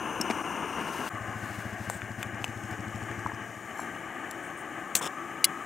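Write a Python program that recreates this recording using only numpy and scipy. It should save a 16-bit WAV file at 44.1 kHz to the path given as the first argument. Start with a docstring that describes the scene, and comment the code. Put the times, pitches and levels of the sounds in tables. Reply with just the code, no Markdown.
"""A gas camp stove hisses and roars under a pot, on a picnic table outdoors. One close microphone, louder
on the left, hears it from the front, then from the side. The flame rings the space under the pot; the
gas jet hisses above it. The lid is pressed on, a jar is unscrewed and its cap put down, and a steel
spoon is picked up, dug into granules and clinked on the jar: knocks ring each object, and friction
scrapes and squeals. Nylon sleeves swish, and a low putter comes and goes."""
import sys
import numpy as np
from scipy import signal
from scipy.fft import rfft, irfft
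from scipy.io import wavfile
from scipy.ndimage import uniform_filter1d, map_coordinates

SR = 44100
rng = np.random.default_rng(int(sys.argv[2]) if len(sys.argv) > 2 else 0)


def to_wav(sig):
    """Store sig (one row per channel, or 1-D mono) as 16-bit WAV at the path in sys.argv[1].

    Samples outside -1..1 are clipped; the rate is SR.
    """
    pcm = np.clip(np.atleast_2d(sig), -1, 1) * 32767
    pcm = np.round(pcm).astype(np.int16)
    wavfile.write(sys.argv[1], SR, pcm.T)  # frames by channels


N = 249165
TIME = np.arange(N) / SR
SIDE_FROM_S = 1.092  # from here on the microphone is at the side of the stove
DIG_S, DIG_LENGTH_S = 5.009, 0.072  # the spoon goes into the granules
TOP_HZ = 15700


def undb(db):
    """Decibels to gain."""
    return 10 ** (np.asarray(db) / 20)


def unit(x):
    """Scale to rms 1."""
    return x / np.sqrt(np.mean(x ** 2))


def curve(table):
    """Join (time, value) points into a line through the scene."""
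    return np.interp(TIME, *np.transpose(table))


def bell(x, centre, width):
    """Gaussian bump of height 1."""
    return np.exp(-((x - centre) / width) ** 2)


def colour(x, spectrum, peaks=()):
    """Filter by a smooth spectrum with peaks and hollows on it; rms 1."""
    f = np.fft.rfftfreq(len(x), 1 / SR)
    hz, db = np.transpose(spectrum)
    gain_db = np.interp(np.log(f + 1), np.log(hz), db)
    for centre, width, height in peaks:
        gain_db += height * bell(f, centre, width)
    return unit(irfft(rfft(x) * undb(gain_db), len(x)))


def passband(x, hz, kind="band", order=2, zero_phase=False):
    """Butterworth filter, run both ways for zero phase."""
    run = signal.sosfiltfilt if zero_phase else signal.sosfilt
    return run(signal.butter(order, hz, kind, fs=SR, output="sos"), x)


def walk(rate):
    """Random levels held 1 / rate s and smoothed twice; rms 1."""
    k = int(SR / rate)
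    held = np.repeat(rng.standard_normal(N // k + 1), k)
    return unit(uniform_filter1d(uniform_filter1d(held, k), k)[:N])


def grains(count, spread_db):
    """Friction: dense tiny slips of very unequal size."""
    return rng.standard_normal(count) * undb(spread_db * rng.standard_normal(count))


def add(track, s, sound):
    """Mix a sound in at time s."""
    i = int(s * SR)
    track[i:i + len(sound)] += sound[:N - i]


def echo(x, lag_s, sway_s, share):
    """Add a reflection; a swaying path makes its comb of peaks drift. The level stays."""
    lag = (lag_s + sway_s * walk(2.436)) * SR
    reflection = map_coordinates(x, [np.arange(N) - lag], order=3)
    return x.std() * unit(x + share * reflection)


def drift(x, shift, waver_octaves):
    """Slide all resonances slowly up and down together, with a quicker waver on top."""
    speed = 2 ** (curve(shift) + waver_octaves * walk(9))
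    return map_coordinates(x, [np.cumsum(speed)], order=3, mode="mirror")


def blows(hits, modes, chatter_s, damping=1):
    """Each blow rings the modes while the surfaces chatter briefly; damping divides the ring time."""
    out, t = np.zeros(N), TIME[:SR // 4]
    hz, db, t60 = np.transpose(modes)[:, :, None]
    # the body radiates little outside the range of its modes
    radiated_hz = [.8 * hz.min(), min(1.4 * hz.max(), TOP_HZ)]
    for s, level_db, tilt_db, chatter in hits:
        polarity = rng.choice([-1, 1], hz.shape)  # set by the spot that is struck
        mode_db = db + tilt_db * np.log2(hz) - 60 * damping * t / t60  # harder contact tilts upward
        ring = np.sum(polarity * undb(mode_db) * np.sin(2 * np.pi * hz * t), axis=0)
        contact = chatter * rng.standard_normal(len(t)) * np.exp(-t / chatter_s)
        blow = passband(ring / np.abs(ring).max() + contact, radiated_hz, order=3)
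        add(out, s, undb(level_db) * blow / blow[t < .003].std())  # the first 3 ms set the level
    return out


def sleeves(flutter_db=2):
    """Nylon rubs on nylon; each swish is heard only from the microphone position at its middle."""
    # arm movements (middle [s], half width [s], level [dB])
    swishes = [(1.02, 0.26, -44), (1.54, 0.22, -49), (1.92, 0.11, -51.5), (2.218, .028, -49),
               (2.44, 0.06, -54), (2.71, 0.05, -55)]
    # spectrum of rubbed nylon (frequency [Hz], level [dB])
    nylon = [(30, -40), (300, 6), (1500, 13.5), (4000, -1), (8000, 0), (12000, -5), (16000, -8)]
    motion = np.zeros(N)
    for s, width, db in swishes:
        same_position = (TIME < SIDE_FROM_S) == (s < SIDE_FROM_S)
        motion += same_position * undb(db) * bell(TIME, s, width)
    return colour(grains(N, spread_db=3), nylon) * motion * undb(flutter_db * walk(59.94))


def putter_pulses(from_s=1.1375, pair_s=.0093, jitter_s=.00073, scatter_db=.8):
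    """Slightly uneven pairs of impulses, about thirteen a second: the firsts and the seconds."""
    # pace of the putter (time [s], rate [pairs/s])
    pace = [(1.14, 13.65), (2.2, 13.15), (3.2, 12.9), (3.8, 12.6)]
    turns = np.cumsum(curve(pace) * (TIME >= from_s)) / SR
    starts = TIME[np.flatnonzero(np.diff(np.ceil(turns)))]
    first, second = np.zeros((2, N))
    for s, (size1, size2, late) in zip(starts[:-1], rng.standard_normal((len(starts), 3))):
        add(first, s, undb([scatter_db * size1]))
        add(second, s + pair_s + jitter_s * late, undb([scatter_db * size2]))
    return first, second


def putter(from_s=1.1375, fades_s=3.22, level_db=-31.7, fade_db_per_s=35, hum_hz=111, chirp_hz=5330):
    """Paired soft pressure dips keep a low hum going; each pair rasps, ticks and chirps faintly."""
    # spectrum of the tick (frequency [Hz], level [dB])
    tick_spectrum = [(4500, -6), (5250, -10), (5800, -6), (7900, 1), (9300, -34), (10800, -6), (15000, -41)]
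    first, second = putter_pulses(from_s)
    dip = signal.windows.gaussian(SR // 20, .00089 * SR)
    dips = -signal.fftconvolve(first + second, dip, "same")
    throb = passband(dips, 46, "high", order=4, zero_phase=True)
    # hum and tick grow against the throb as it runs
    hum_db = -19.5 + 2.8 * (TIME - from_s)
    tick_db = -21.5 + 3.2 * (TIME - from_s)
    hum = undb(hum_db) * unit(signal.lfilter(*signal.iirpeak(hum_hz, Q=12, fs=SR), dips))
    overtone = undb(-23.5) * unit(signal.lfilter(*signal.iirpeak(210, Q=6, fs=SR), dips))
    rasp_gate = signal.fftconvolve(first + second, signal.windows.hann(SR // 40), "same")
    rasp = undb(-22) * rasp_gate * unit(passband(rng.standard_normal(N), [160, 270]))
    # the tick trails each dip and is stronger on the second of the pair
    tick_gate = np.roll(signal.fftconvolve(.5 * first + second, dip, "same"), int(.0035 * SR))
    ticks = tick_gate * colour(rng.standard_normal(N), tick_spectrum)
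    # a thin, wavering chirp rides on the second dip
    whistle = np.sin(2 * np.pi * np.cumsum(chirp_hz + 140 * walk(90)) / SR)
    chirp_gate = signal.fftconvolve(second, signal.windows.hann(SR // 36), "same")
    chirps = whistle * chirp_gate * undb(-13 + 2.5 * walk(16))
    envelope = undb(level_db - fade_db_per_s * np.maximum(TIME - fades_s, 0))
    return envelope * (throb + hum + overtone + rasp + undb(tick_db) * (ticks + chirps))


def pot_lid():
    """The lid knocks as it is pressed on, and the rim of the pot ticks."""
    # modes of the rim and the lid (frequency [Hz], level [dB], t60 [s])
    rim = [(2850, -6.5, 0.015), (5430, 8.5, 0.029), (5900, 2, .014), (7250, -7, 0.013), (8170, 4, .014),
           (10200, -1, 0.012), (10800, -2, .012), (11700, 3, .012), (12500, 0, .012), (13500, -7, .012),
           (14600, -13, .012)]
    lid = [(219, -9, 0.057), (384, -9, 0.049), (687, 5, 0.015), (1040, 8.5, 0.0067), (1500, -7, 0.0092),
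           (2250, 12, 0.0082), (5500, 1, 0.0057), (6170, 1, 0.0066)]
    # blows on each (time [s], level [dB], tilt [dB/octave], chatter [0-1])
    ticks = [(.2122, -27, -3, 0.08), (.2138, -24, -5.5, 0.12)]
    presses = [(.2, -29.5, -9.5, 0), (.3003, -24, -7, 0.1), (.304, -29.5, -8, 0.2),
               (.3085, -29.5, -1, 0.12), (.311, -29, 0, 0.15)]
    return blows(ticks, rim, chatter_s=.0019) + blows(presses, lid, chatter_s=.0055)


def jar():
    """The cap clicks as it is unscrewed, and knocks ring the body of the jar."""
    # modes of the cap and the body (frequency [Hz], level [dB], t60 [s])
    cap = [(805, 8, 0.0029), (1700, -10, 0.004), (2670, 2.5, 0.01), (2960, -2.5, 0.013), (5187, -13, 0.007),
           (6360, -11, 0.013), (7570, -7.5, 0.0074), (10900, -18.5, 0.0049)]
    body = [(1480, 5.5, 0.008), (2420, 7.5, 0.011), (2900, -5, 0.0097), (3500, -2, 0.022),
            (4900, -10, .012), (6300, -9, 0.022), (7200, 1, .016), (8070, -5, 0.024), (11390, -3, .018),
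            (12350, -15, .016)]
    # blows on each (time [s], level [dB], tilt [dB/octave], chatter [0-1])
    clicks = [(1.8993, -26, -22, 0), (1.8995, -33, 22, 0), (2.443, -24.5, -1, 0.02), (2.4475, -38, 9, 0),
              (2.48, -45, 3, 0.2), (2.637, -47, 8, 0.1), (2.711, -47.5, 14, 0.4)]
    knocks = [(2.0185, -32.5, -13, .03), (2.229, -29.5, -2, .12)]
    return blows(clicks, cap, chatter_s=.0021) + blows(knocks, body, chatter_s=.0014)


def picnic_table():
    """The table top rings briefly as the cap is put down and things are handled on it."""
    # modes of the top (frequency [Hz], level [dB], t60 [s])
    top = [(850, -10, 0.016), (1040, 0, 0.014), (1680, -17, 0.011)]
    # blows on it (time [s], level [dB], tilt [dB/octave], chatter [0-1])
    knocks = [(3.2618, -24.5, 0, 0), (3.297, -35.5, 45, 0), (3.318, -34.5, 22, .1),
              (3.7935, -28.5, -21, 0.01), (5.011, -30.5, -1, 0)]
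    return blows(knocks, top, chatter_s=.0026)


def spoon_lift(middle_s=3.801, count=7, gap_s=.015, jitter_s=.0017, peak_db=-44.5, fall_db_per_s=330):
    """The steel spoon leaves the table in uneven taps, loudest in the middle; a damped tap follows."""
    # modes of the spoon (frequency [Hz], level [dB], free t60 [s])
    steel = [(4116, -8, 0.066), (4350, -12, 0.071), (5286, -11, 0.073), (5750, -1, .08), (6756, -4, 0.075),
             (7510, 4, 0.093), (8200, -10, 0.086), (8769, -3, .06), (9800, -1, .04), (10800, 0, 0.072),
             (12390, -2, 0.049), (13750, -9, 0.037)]
    # the later tap (time [s], level [dB], tilt [dB/octave], chatter [0-1])
    tap = [(4.311, -37.5, 0.0042, 0.56)]
    offsets = gap_s * (np.arange(count) - (count - 1) / 2) + jitter_s * rng.standard_normal(count)
    rattle = [(middle_s + dt, peak_db - fall_db_per_s * abs(dt), 0, .076) for dt in offsets]
    return blows(rattle, steel, chatter_s=.0016) + blows(tap, steel, chatter_s=.0018, damping=4.9)


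def spoon_on_jar(clink_s=5.443, clink_db=-13, bounce_s=.0068, bounce_db=-9, touch_s=.0013, touch_db=-3):
    """The spoon strikes the jar going in; later it clinks and bounces, each contact touching twice."""
    # modes of spoon and jar together (frequency [Hz], level [dB], free t60 [s])
    modes = [(2090, -1.5, 0.028), (2890, 4, 0.019), (3350, -19, 0.1), (4064, 0, 0.024), (4330, 0, .008),
             (4590, 3.5, 0.018), (4850, 1, .012), (5254, -1, 0.027), (6117, 3, .023), (6500, -1, .014),
             (6985, -3, .018), (7495, -1, .028), (7864, 1, .02), (8830, 3, 0.019), (9050, 5, 0.019),
             (9720, 5, 0.016), (10075, 5, .016), (10200, 5, 0.02), (10830, 6, 0.021), (11550, -1, .015),
             (12450, -1, .017), (14200, -2, .016), (14950, 3, 0.017)]
    # blows on the way in (time [s], level [dB], tilt [dB/octave], chatter [0-1])
    strikes = [(4.9528, -18.3, 0, .4), (4.9583, -26.5, 4, .3), (4.9653, -27.5, 6, .35), (4.972, -33, 0, .3)]
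    contacts = [(clink_s, clink_db), (clink_s + bounce_s, clink_db + bounce_db)]
    clink = [(s + k * touch_s, db + k * touch_db, -1, .13) for s, db in contacts for k in range(2)]
    going_in = blows(strikes, modes, chatter_s=.0025, damping=2.4)
    return going_in + blows(clink, modes, chatter_s=.0021, damping=1.1)


def scrape(length_s, start_db, end_db, peaks):
    """One stroke of uneven slips through the given resonances."""
    # spectrum of gritty friction (frequency [Hz], level [dB])
    grit = [(30, -45), (75, -11), (160, 12.5), (700, 5), (1300, 8.5), (2200, 1), (3500, 5), (4300, -14),
            (5600, -2), (9000, 0.5), (11500, -12), (15500, -11)]
    slips = colour(grains(SR // 8, spread_db=4), grit, peaks)[:int(length_s * SR)]
    contact = signal.windows.tukey(len(slips), .2)
    return slips * contact * undb(np.linspace(start_db, end_db, len(slips)))


def friction(width_ratio=.27, overtone_ratio=1.75, judder_db=1.3):
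    """The cap turns on its thread and the spoon slides over the rim into the granules, juddering."""
    # strokes (time [s], length [s], start level [dB], fade [dB], squeal [Hz], squeal height [dB])
    slides = [(1.89, 0.1, -45.5, 10, 8100, 18), (4.426, 0.064, -53, 10, 9300, 16),
              (4.57, 0.053, -54.5, 1, 9330, 17), (4.9512, 0.00425, -25.5, -14, 7350, 19),
              (4.954, 0.049, -25, 19, 7560, 15.5)]
    # resonances while digging (frequency [Hz], width [Hz], height [dB])
    granules = [(850, 650, 5.5), (2800, 500, 2), (5400, 414, 2)]
    out = np.zeros(N)
    for s, length, db, fade_db, hz, squeal_db in slides:
        squeal = [(ratio * hz, width_ratio * hz, squeal_db) for ratio in (1, overtone_ratio)]
        add(out, s, scrape(length, db, db - fade_db, squeal))
    add(out, DIG_S, scrape(DIG_LENGTH_S, start_db=-36.5, end_db=-34.5, peaks=granules))
    return out * undb(judder_db * walk(300))


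def crunch(count=9, start_db=-45, rise_db=7, scatter_db=4, jitter_s=.0018):
    """Granules snap against the jar wall at uneven moments, harder as the spoon goes in."""
    # modes of the wall (frequency [Hz], level [dB], t60 [s])
    wall = [(2680, -3, .014), (3490, 0, .022), (5330, 0, .02), (7100, -1, .012), (7950, 0, .012)]
    depth = np.arange(1, count + 1) / (count + 1)
    late, size = rng.standard_normal((count, 2)).T
    times = DIG_S + DIG_LENGTH_S * depth + jitter_s * late
    levels = start_db + rise_db * depth + scatter_db * size
    snaps = [(s, db, 0, .38) for s, db in zip(times, levels)]
    return blows(snaps, wall, chatter_s=.001)


def flame(gas, jet, ring_hz=(1070, 1340), boom_hz=(290, 360), flutter_db=.95):
    """The turbulent flame, the gas noise below the jet's hiss, rings the cup under the pot."""
    # strength of the cup's ring and of its low boom (time [s], gain [dB])
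    ring_db = [(1.15, 3), (1.85, -7.5), (2.3, -3), (4.7, -0.5), (5.05, 4.5), (5.65, 3.6)]
    boom_db = [(1, 3.5), (1.2, -3), (2, -1.5), (2.5, 0)]
    # drift of the roar's resonances (time [s], shift [octaves])
    shift = [(.2, 0.00069), (1, 0), (1.249, -0.048), (1.9, -0.04), (2.802, -.015), (3.501, 0.01), (4.4, 0),
             (5.1, -0.0054), (5.65, 0.0093)]
    # brief swells and sags of the roar (time [s], half width [s], change [dB])
    surges = [(0.43, 0.0074, -11.5), (.8, 0.032, 2.5), (1.27, 0.19, 0.85), (2.57, 0.067, -2.5),
              (3.15, 0.054, 1.2), (3.57, 0.13, -3)]
    ring = (undb(curve(ring_db)) - 1) * passband(gas, ring_hz, zero_phase=True)
    boom = (undb(curve(boom_db)) - 1) * passband(gas, boom_hz, zero_phase=True)
    roar = drift(gas - jet + ring + boom, shift, waver_octaves=.004)
    roar = echo(roar, lag_s=.0042, sway_s=.0002, share=.14)
    surge_db = sum(db * bell(TIME, s, width) for s, width, db in surges)
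    return roar * undb(surge_db + flutter_db * walk(35))


def burner(spectrum, cup, hiss_shift, roar_db, hiss_db, jacket_s, jacket_share, split_hz=3800):
    """The flame roars; above it the gas jet hisses and glances off the chest of the jacket."""
    gas = colour(rng.standard_normal(N), spectrum, cup)
    jet = passband(gas, split_hz, "high", order=4, zero_phase=True)
    roar = undb(roar_db) * flame(gas, jet)
    hiss = echo(jet, lag_s=jacket_s, sway_s=0, share=jacket_share)
    hiss = drift(hiss, hiss_shift, waver_octaves=.018)
    hiss = echo(hiss, lag_s=.0009, sway_s=.00007, share=.17)
    return roar + hiss * undb(hiss_db + .7 * walk(10) + .3 * walk(3))  # flutter and slow swell


def stove(gap_s=.0099):
    """The burner close up, louder from the front; the level dips briefly as the side takes over."""
    # spectrum of roar and hiss at each microphone position (frequency [Hz], level [dB])
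    front_spectrum = [(30, -26.5), (85, -7.5), (170, -3.5), (320, 0.5), (520, -6), (1000, -6), (1600, -4.5),
                      (2200, -12), (2900, -13), (3600, -26.5), (4500, -36), (6200, -22.5), (7600, -30),
                      (10000, -29.5), (15500, -37)]
    side_spectrum = [(30, -37), (80, -9.5), (160, -3), (280, -3), (500, -6), (750, -2), (1650, 0),
                     (2400, -11), (3500, -24), (4600, -36.5), (6700, -21), (8800, -35.5), (10500, -38),
                     (15500, -38)]
    # peaks and hollows of burner cup and pot (frequency [Hz], width [Hz], height [dB])
    front_cup = [(887, 153, 5.5), (1058, 49, 5.5), (1905, 73, -9), (2870, 170, 7), (4940, 710, 2),
                 (5960, 320, 7), (6860, 450, 4.5), (8750, 450, 9.5)]
    side_cup = [(338, 37, 9), (498, 47, -4), (984, 65, -12.5), (1167, 78, 2), (1412, 91, -11),
                (2080, 110, -0.5), (2260, 68, 2), (2620, 99, -2.5), (2980, 130, 8), (8920, 970, 7.5),
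                (11630, 700, 5.5)]
    # drift of the hiss's resonances (time [s], shift [octaves])
    front_shift = [(.05, .01), (.3, .035), (.55, -.005), (.8, -.035), (.95, .02), (1.08, .045)]
    side_shift = [(1.05, 0.033), (1.4, .015), (1.8, -0.027), (2.301, 0.0077), (2.9, 0.0046),
                  (3.399, -0.017), (3.801, 0.032), (4.25, 0.052), (4.6, 0.014), (5, 0.045), (5.3, 0.007),
                  (5.65, 0.035)]
    front = burner(front_spectrum, front_cup, front_shift,
                   roar_db=-34.5, hiss_db=-36.5, jacket_s=.00133, jacket_share=.17)
    side = burner(side_spectrum, side_cup, side_shift,
                  roar_db=-39.5, hiss_db=-38, jacket_s=.00162, jacket_share=.22)
    dip = 1 - bell(TIME, SIDE_FROM_S, gap_s)
    return dip * np.where(TIME < SIDE_FROM_S, front, side)


def scene(left_db=6):
    """Handling, stove, putter and sleeves at one close microphone, louder on the left."""
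    handling = pot_lid() + jar() + picnic_table() + spoon_lift() + spoon_on_jar() + friction() + crunch()
    pan = undb([[left_db], [0]])
    return pan / pan.mean() * (handling + stove() + putter() + sleeves())


def record(dry):
    """The recorder cuts the top treble steeply."""
    return signal.sosfilt(signal.ellip(10, .1, 80, TOP_HZ, fs=SR, output="sos"), dry)


dry = scene()
out = record(dry)
to_wav(out)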